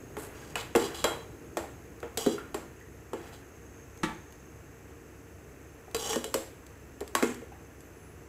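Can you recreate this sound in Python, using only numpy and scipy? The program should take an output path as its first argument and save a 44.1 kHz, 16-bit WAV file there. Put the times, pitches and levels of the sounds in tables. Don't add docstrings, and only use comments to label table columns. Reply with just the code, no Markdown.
import sys
import numpy as np
from scipy import signal
from scipy.fft import rfft, irfft, next_fast_len
from scipy.io import wavfile
from scipy.ndimage import uniform_filter1d, map_coordinates

SR = 44100
rng = np.random.default_rng(int(sys.argv[2]) if len(sys.argv) > 2 else 0)


def file_out(sig):
    cols = np.atleast_2d(sig).T
    lim = np.clip(cols, -1, 1)
    pcm = np.round(lim * 32767).astype(np.int16)
    wavfile.write(sys.argv[1], SR, pcm)


N = 365148
T = np.arange(SR * 3 // 5) / SR

# freq_hz, gain_db
TICK_SPECTRUM = [(300, 6.5), (1500, 0), (3000, 2.5), (4700, 3), (6500, 2), (7700, 9.5), (8800, -0.5),
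                 (12000, 1), (15500, -9)]


def amp(db):
    return 10 ** (np.asarray(db) / 20)


def unit(x):
    return x / np.sqrt(np.mean(x ** 2) + 1e-20)


def along(points, hz):
    freqs_hz, values = np.transpose(points)
    return np.interp(np.log(hz + 1), np.log(freqs_hz), values)


def curve(points):
    return np.interp(np.arange(N) / SR, *np.transpose(points))


def nearness(hz, centre_hz, reach):
    return np.exp(-(np.log(hz / centre_hz) / reach) ** 2)


def wobble(rate_hz):
    knots = rng.standard_normal(int(N * rate_hz / SR) + 4)
    return map_coordinates(knots, [np.arange(N) * rate_hz / SR])


def filtered(x, response):
    size = next_fast_len(len(x) + 8192)
    return irfft(rfft(x, size) * response(np.fft.rfftfreq(size, 1 / SR)), size)[:len(x)]


def coloured(x, spectrum, size=2048):
    gain = amp(along(spectrum, np.fft.rfftfreq(size, 1 / SR)))
    cepstrum = irfft(np.log(gain))
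    cepstrum[1:size // 2] *= 2
    cepstrum[size // 2 + 1:] = 0
    impulse = irfft(np.exp(rfft(cepstrum)))
    return signal.fftconvolve(x, impulse)[:len(x)]


def rush(spectrum):
    return unit(filtered(rng.standard_normal(N), lambda hz: amp(along(spectrum, hz))))


def fade(t60_s, time_s=T):
    return np.exp(-np.log(1000) * time_s / t60_s)


def blow(x, db):
    return amp(db) * x / np.std(x[:1300])


def add(track, start_s, sound):
    part = track[round(start_s * SR):][:len(sound)]
    part += sound[:len(part)]


def kitchen_echo():
    # freq_hz, t60_s
    decay = [(150, 0.48), (500, 0.39), (2000, 0.53), (7000, 0.4), (15000, 0.44)]
    hz, time_s, bands = signal.stft(rng.standard_normal(len(T)), SR, nperseg=256)
    tail = signal.istft(bands * fade(along(decay, hz)[:, None], time_s), SR, nperseg=256)[1]
    return np.pad(tail / np.linalg.norm(tail), (round(0.003 * SR), 0))[:len(T)]


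def in_room(x, wet_db):
    return x + amp(wet_db) * signal.fftconvolve(x, kitchen_echo())[:len(x)]


def burst(spectrum, t60_s, wet_db, rise_s):
    puff = rng.standard_normal(len(T)) * fade(t60_s) * (1 - np.exp(-T / rise_s))
    return coloured(puff / np.linalg.norm(puff) + amp(wet_db) * kitchen_echo(), spectrum)


def ring(modes, scatter_db, near_hz=1000, favour_db=0, reach=0.13):
    out = np.zeros(len(T))
    for k, (hz, db, t60_s) in enumerate(modes):
        level_db = db + favour_db * nearness(hz, near_hz, reach) + scatter_db * rng.standard_normal()
        onset = 1 - np.exp(-2 * hz * T)
        out += (-1) ** k * amp(level_db) * np.cos(2 * np.pi * hz * T) * fade(t60_s) * onset
    return out


def kitchen_drone():
    # pitch_hz, level_db
    tones = [(69, -59), (100, -61.5), (355, -71), (463, -65.5)]
    time_s = np.arange(N) / SR
    return sum(amp(db) * unit(np.sin(2 * np.pi * hz * time_s + 1.13 * wobble(7.8))) for hz, db in tones)


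def gas_burner():
    # freq_hz, gain_db
    flame_spectrum = [(20, -50), (30, -20), (45, -6.5), (68, 0), (85, -3), (140, -1.5), (200, -9.5),
                      (290, -3), (470, -5.5), (520, -15), (800, -22), (2000, -38.5)]
    hiss_spectrum = [(2000, -32), (3500, -12.5), (5000, 4), (6200, 10.5), (7000, 8.5), (7700, 15),
                     (8700, -7), (10500, 5), (12300, 7), (13500, -7), (15500, -25)]
    # time_s, level_db
    flame_level = [(1.2, -47.5), (2.8, -52), (8.28, -52)]
    jet_level = [(0, -65.5), (3.0, -70), (4.2, -62.5), (4.7, -71.5), (5.7, -71), (8.28, -72)]
    start_hz, sag_hz_per_s, hiss_db = 6533, 27, -67.5
    jet_hz = start_hz - sag_hz_per_s * np.arange(N) / SR
    flutter = filtered(rng.standard_normal(N), lambda hz: 1 / np.hypot(1, hz / 70) / np.hypot(1, hz / 600))
    jet = amp(curve(jet_level)) * unit(flutter * np.sin(2 * np.pi * np.cumsum(jet_hz) / SR))
    rumble = amp(curve(flame_level)) * rush(flame_spectrum)
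    return rumble + jet + amp(hiss_db) * rush(hiss_spectrum)


def whistles():
    # start_s, length_s, peak_db, start_hz, glide_hz_per_s
    glides = [(7.76, 0.18, -67, 10900, 8800), (7.92, 0.27, -65, 10300, -900)]
    waver_hz = 110
    out = np.zeros(N)
    for start_s, length_s, db, start_hz, glide_hz_per_s in glides:
        hz = start_hz + glide_hz_per_s * T + waver_hz * wobble(300)[:len(T)]
        swell = np.sin(np.pi * np.minimum(T / length_s, 1))
        add(out, start_s, amp(db) * swell * np.sin(2 * np.pi * np.cumsum(hz) / SR))
    return out


def soup():
    # freq_hz, gain_db
    spectrum = [(300, -7), (600, 3.5), (900, -0.5), (1400, 0.5), (1850, 0.5), (2100, -3.5), (2700, -4),
                (3200, -14.5), (5000, -24), (12000, -20.5)]
    # fastest_s, half_length_s, level_db
    sweeps = [(0.35, 0.17, -53.5), (0.943, 0.081, -49.5), (2.388, 0.083, -56), (3.266, 0.075, -53.5),
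              (6.12, 0.056, -46)]
    # start_s, level_db, start_hz
    plops = [(0.424, -56, 1600), (1.639, -46, 770), (2.382, -42.5, 1380), (2.812, -57.5, 1880),
             (3.33, -61, 726), (4.091, -44, 860), (5.881, -53.5, 730), (7.52, -52, 790)]
    rest_db, bubbles_re_swish_db, bubbles_per_s = -58.5, -14, 60
    time_s = np.arange(N) / SR
    sweep_power = sum(amp(db) ** 2 * np.exp(-((time_s - fastest_s) / half_s) ** 2)
                      for fastest_s, half_s, db in sweeps)
    motion = np.sqrt(amp(rest_db) ** 2 + sweep_power)
    pops = (rng.random(N) < bubbles_per_s / SR) * rng.standard_normal(N)
    simmer = unit(in_room(coloured(pops, spectrum), wet_db=-3))
    swish = amp(0.4 * wobble(23)) * rush(spectrum)
    out = motion * (swish + amp(bubbles_re_swish_db) * simmer)
    for start_s, db, hz in plops:
        chirp = np.sin(2 * np.pi * hz * T * (1 + T)) * fade(t60_s=0.024)
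        bubble = unit(in_room(chirp, wet_db=-1.5))
        splash = unit(burst(spectrum, t60_s=0.034, wet_db=1, rise_s=0.004))
        add(out, start_s, blow(bubble + 0.43 * splash, db))
    return out


def stove_knock():
    # freq_hz, gain_db, t60_s
    body_modes = [(171, 1, 0.13), (224, -10, 0.13), (315, 1, 0.16), (357, -9, 0.12), (520, -14, 0.17),
                  (878, -16, 0.25), (1166, -13, 0.29), (1320, -14, 0.19), (1723, -13, 0.13),
                  (1910, -14, 0.24), (2284, -16, 0.28), (2650, -21, 0.18)]
    # freq_hz, gain_db
    clack_spectrum = [(120, 0.5), (300, 0.5), (550, -14), (900, -2.5), (1800, -0.5), (2800, -10),
                      (3500, -7), (5000, -17), (8000, -15), (15500, -36)]
    out = np.zeros(N)
    body = blow(in_room(ring(body_modes, scatter_db=2.7), wet_db=-6.5), db=-28.5)
    clack = blow(burst(clack_spectrum, t60_s=0.098, wet_db=-4.5, rise_s=0.00067), db=-33)
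    add(out, start_s=4.032, sound=body + clack)
    return out


def handle_taps():
    # start_s, level_db
    taps = [(2.0028, -61), (2.8024, -69), (3.975, -61.5), (4.324, -60.5), (5.9125, -62), (5.9664, -44),
            (6.666, -59), (7.006, -50.5), (7.0776, -52.5), (7.345, -54), (7.8058, -61.5)]
    out = np.zeros(N)
    for start_s, db in taps:
        add(out, start_s, blow(burst(TICK_SPECTRUM, t60_s=0.014, wet_db=-6.5, rise_s=0.000091), db))
    return out


def ladle_scrapes():
    # start_s, length_s, squeal_db, rasp_db, pressure_db_per_s, favoured_hz
    strokes = [(0.174, 0.077, -68, -47.5, -10, 10800), (0.341, 0.17, -63, -61.5, 6, 5330),
               (0.565, 0.042, -49.5, -42, -70, 3900), (0.788, 0.077, -40, -49, -25, 4350),
               (0.94, 0.075, -44.5, -50, -15, 4070), (2.189, 0.15, -41, -60, -30, 5000),
               (3.168, 0.12, -65, -66, 0, 5000), (3.321, 0.021, -59, -53.5, 0, 4200),
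               (5.979, 0.16, -42, -50.5, 45, 5560), (7.221, 0.1, -47, -44, -94, 6700)]
    # freq_hz, width_hz, gain_db
    resonances = [(450, 50, 7), (800, 47, 6.5), (1086, 51, -1), (2520, 600, -21), (2984, 100, 2.5),
                  (3275, 150, 0.5), (3924, 59, -1.5), (4760, 100, -5), (5660, 170, -6.5), (6440, 120, -3),
                  (6680, 50, -6), (7270, 110, -2), (7460, 50, -1.5)]
    # freq_hz, gain_db
    grit_spectrum = [(200, 7), (700, 8.5), (1800, -1), (3300, -5.5), (4400, -6.5), (6000, -10),
                     (7700, -1.5), (9000, -8), (12000, -11), (15500, -13)]
    attack_s, release_t60_s, slips_per_s = 0.01, 0.19, 5000
    out = np.zeros(N)
    for start_s, length_s, squeal_db, rasp_db, pressure_db_per_s, favoured_hz in strokes:
        pressure = np.minimum(T / attack_s, 1) * amp(pressure_db_per_s * np.minimum(T, length_s))
        pressure *= fade(release_t60_s, np.maximum(T - length_s, 0))
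        slips = (rng.random(len(T)) < slips_per_s / SR) * rng.standard_normal(len(T))
        judder_db = 1.7 * unit(uniform_filter1d(rng.standard_normal(len(T)), size=300))
        slips *= amp(judder_db)
        squeal = np.zeros(len(T))
        for hz, width_hz, db in resonances:
            favour_db = 6.5 * nearness(hz, favoured_hz, reach=0.19)
            band = filtered(slips, lambda f: 1j * f * width_hz / (hz ** 2 - f ** 2 + 1j * f * width_hz))
            squeal += amp(db + favour_db) * band
        grit = [(hz, db + 11 * nearness(hz, favoured_hz, reach=0.32)) for hz, db in grit_spectrum]
        rasp = coloured(slips, grit)
        scrape = pressure * (amp(squeal_db) * unit(squeal) + amp(rasp_db) * unit(rasp))
        add(out, start_s, in_room(scrape, wet_db=-7.5))
    return out


def ladle_strikes():
    # start_s, thud_db, thud_hz, base_db, wall_db, wall_hz, tick_db, rim_db, rim_hz
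    strikes = [(0.1675, -44.5, 298, -39.5, -43.5, 870, -54, -80, 3960),
               (0.5554, -63, 350, -45, -34, 2440, -41.5, -44, 2940),
               (0.7507, -27.5, 310, -24.5, -27, 900, -41.5, -66, 3260),
               (0.7593, -28.5, 300, -26, -43, 720, -35.5, -44.5, 3260),
               (1.0416, -37, 340, -30.5, -26.5, 597, -32, -34.5, 3480),
               (1.57, -40, 363, -39.5, -33, 588, -42, -58, 2960),
               (2.0289, -50, 330, -38.5, -42.5, 636, -62, -66, 3260),
               (2.1731, -50, 260, -37.5, -40.5, 680, -33.5, -43.5, 3260),
               (2.263, -25, 279, -24.5, -37, 710, -44.5, -49, 3960),
               (2.5438, -40, 334, -36, -37.5, 583, -43.5, -65, 4800),
               (3.132, -41, 303, -36.5, -40, 850, -53.5, -60, 2850),
               (5.946, -49, 330, -32.5, -39, 1230, -36, -42.5, 4360),
               (6.13, -46, 330, -46, -39.5, 1760, -44, -46, 2960),
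               (6.158, -33.5, 254, -32, -40.5, 605, -41, -60, 2960),
               (6.242, -56, 330, -41, -45, 665, -40.5, -47, 2850),
               (6.3414, -37.5, 337, -30, -33.5, 614, -33, -50, 2960),
               (7.0109, -46.5, 350, -37, -46, 575, -58, -80, 3260),
               (7.151, -39, 355, -50, -27.5, 1150, -32.5, -45, 4500),
               (7.2254, -26.5, 253, -27, -31.5, 2310, -39.5, -63, 2960),
               (7.416, -60, 330, -45, -55.5, 736, -72, -84, 3260)]
    # freq_hz, gain_db, t60_s
    rocking_modes = [(178, -7.5, 0.065), (239, -1.5, 0.15), (285, 0, 0.052), (338, -2.5, 0.18)]
    base_modes = [(405, -6, 0.098), (436.3, -6.5, 0.13), (463.2, -6.5, 0.13), (535, -17, 0.13)]
    wall_modes = [(612.3, -5.5, 0.16), (709.5, 3.5, 0.13), (808, -7.5, 0.18), (860, -8.5, 0.17),
                  (1016, -6.5, 0.27), (1108, 3.5, 0.095), (1398, -4, 0.3), (1676, -8, 0.19),
                  (1840, -4, 0.12), (2133, -4.5, 0.15), (2430, -13, 0.11), (2584, -7, 0.1)]
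    rim_modes = [(2958, -3, 0.15), (3259, -0.5, 0.19), (3960, -2.5, 0.24), (4770, -4, 0.12)]
    ladle_modes = [(5560, -15, 0.12), (6370, -3, 0.14), (6750, 4, 0.14), (7300, -7, 0.13),
                   (7610, 10.5, 0.24), (7500, 11, 0.13), (7950, 1, .18), (10300, -2, 0.14)]
    # freq_hz, gain_db
    clank_spectrum = [(100, -39), (350, -3.5), (600, -0.5), (800, 0.5), (1100, -2), (1500, -5),
                      (1900, -6.5), (2400, -9), (3200, -12.5), (6000, -38), (16000, -88)]
    # time_s, offset_db
    echo_offset = [(4, 1.5), (5.8, -0.5)]
    out = np.zeros(N)
    for start_s, thud_db, thud_hz, base_db, wall_db, wall_hz, tick_db, rim_db, rim_hz in strikes:
        room_db = np.interp(start_s, *np.transpose(echo_offset))
        thud = ring(rocking_modes, scatter_db=2, near_hz=thud_hz, favour_db=7.5)
        thud = blow(in_room(thud, room_db - 6.5), thud_db)
        base = ring(base_modes, scatter_db=4.5, near_hz=wall_hz, favour_db=23)
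        base = blow(in_room(base, room_db - 6), base_db)
        wall = ring(wall_modes, scatter_db=2, near_hz=wall_hz, favour_db=18.5, reach=0.093)
        wall = blow(in_room(wall, room_db - 9), wall_db - 4)
        rim = ring(rim_modes, scatter_db=2.7, near_hz=rim_hz, favour_db=16, reach=0.1)
        rim = blow(in_room(rim, room_db - 10.5), rim_db)
        ladle = blow(in_room(ring(ladle_modes, scatter_db=7), room_db - 4), tick_db - 10.5)
        crowded = []
        for hz, db in clank_spectrum:
            low_cut_db = 4 * max(0, np.log2(0.5 * wall_hz / hz))
            crowded.append((hz, db + 6 * nearness(hz, wall_hz, reach=0.99) - low_cut_db))
        clank = blow(burst(crowded, t60_s=0.019, wet_db=room_db - 3.5, rise_s=0.00025), wall_db - 1.77)
        tick = blow(burst(TICK_SPECTRUM, t60_s=0.023, wet_db=room_db - 4.5, rise_s=0.00043), tick_db)
        add(out, start_s, thud + base + wall + rim + ladle + clank + tick)
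    return out


def scene():
    metal = ladle_strikes() + handle_taps() + stove_knock() + ladle_scrapes()
    return (metal + soup() + gas_burner() + kitchen_drone() + whistles())[None]


def record(dry):
    cutoff_hz = 15600
    return filtered(dry[0], lambda hz: hz < cutoff_hz)[None]


dry = scene()
out = record(dry)
file_out(out)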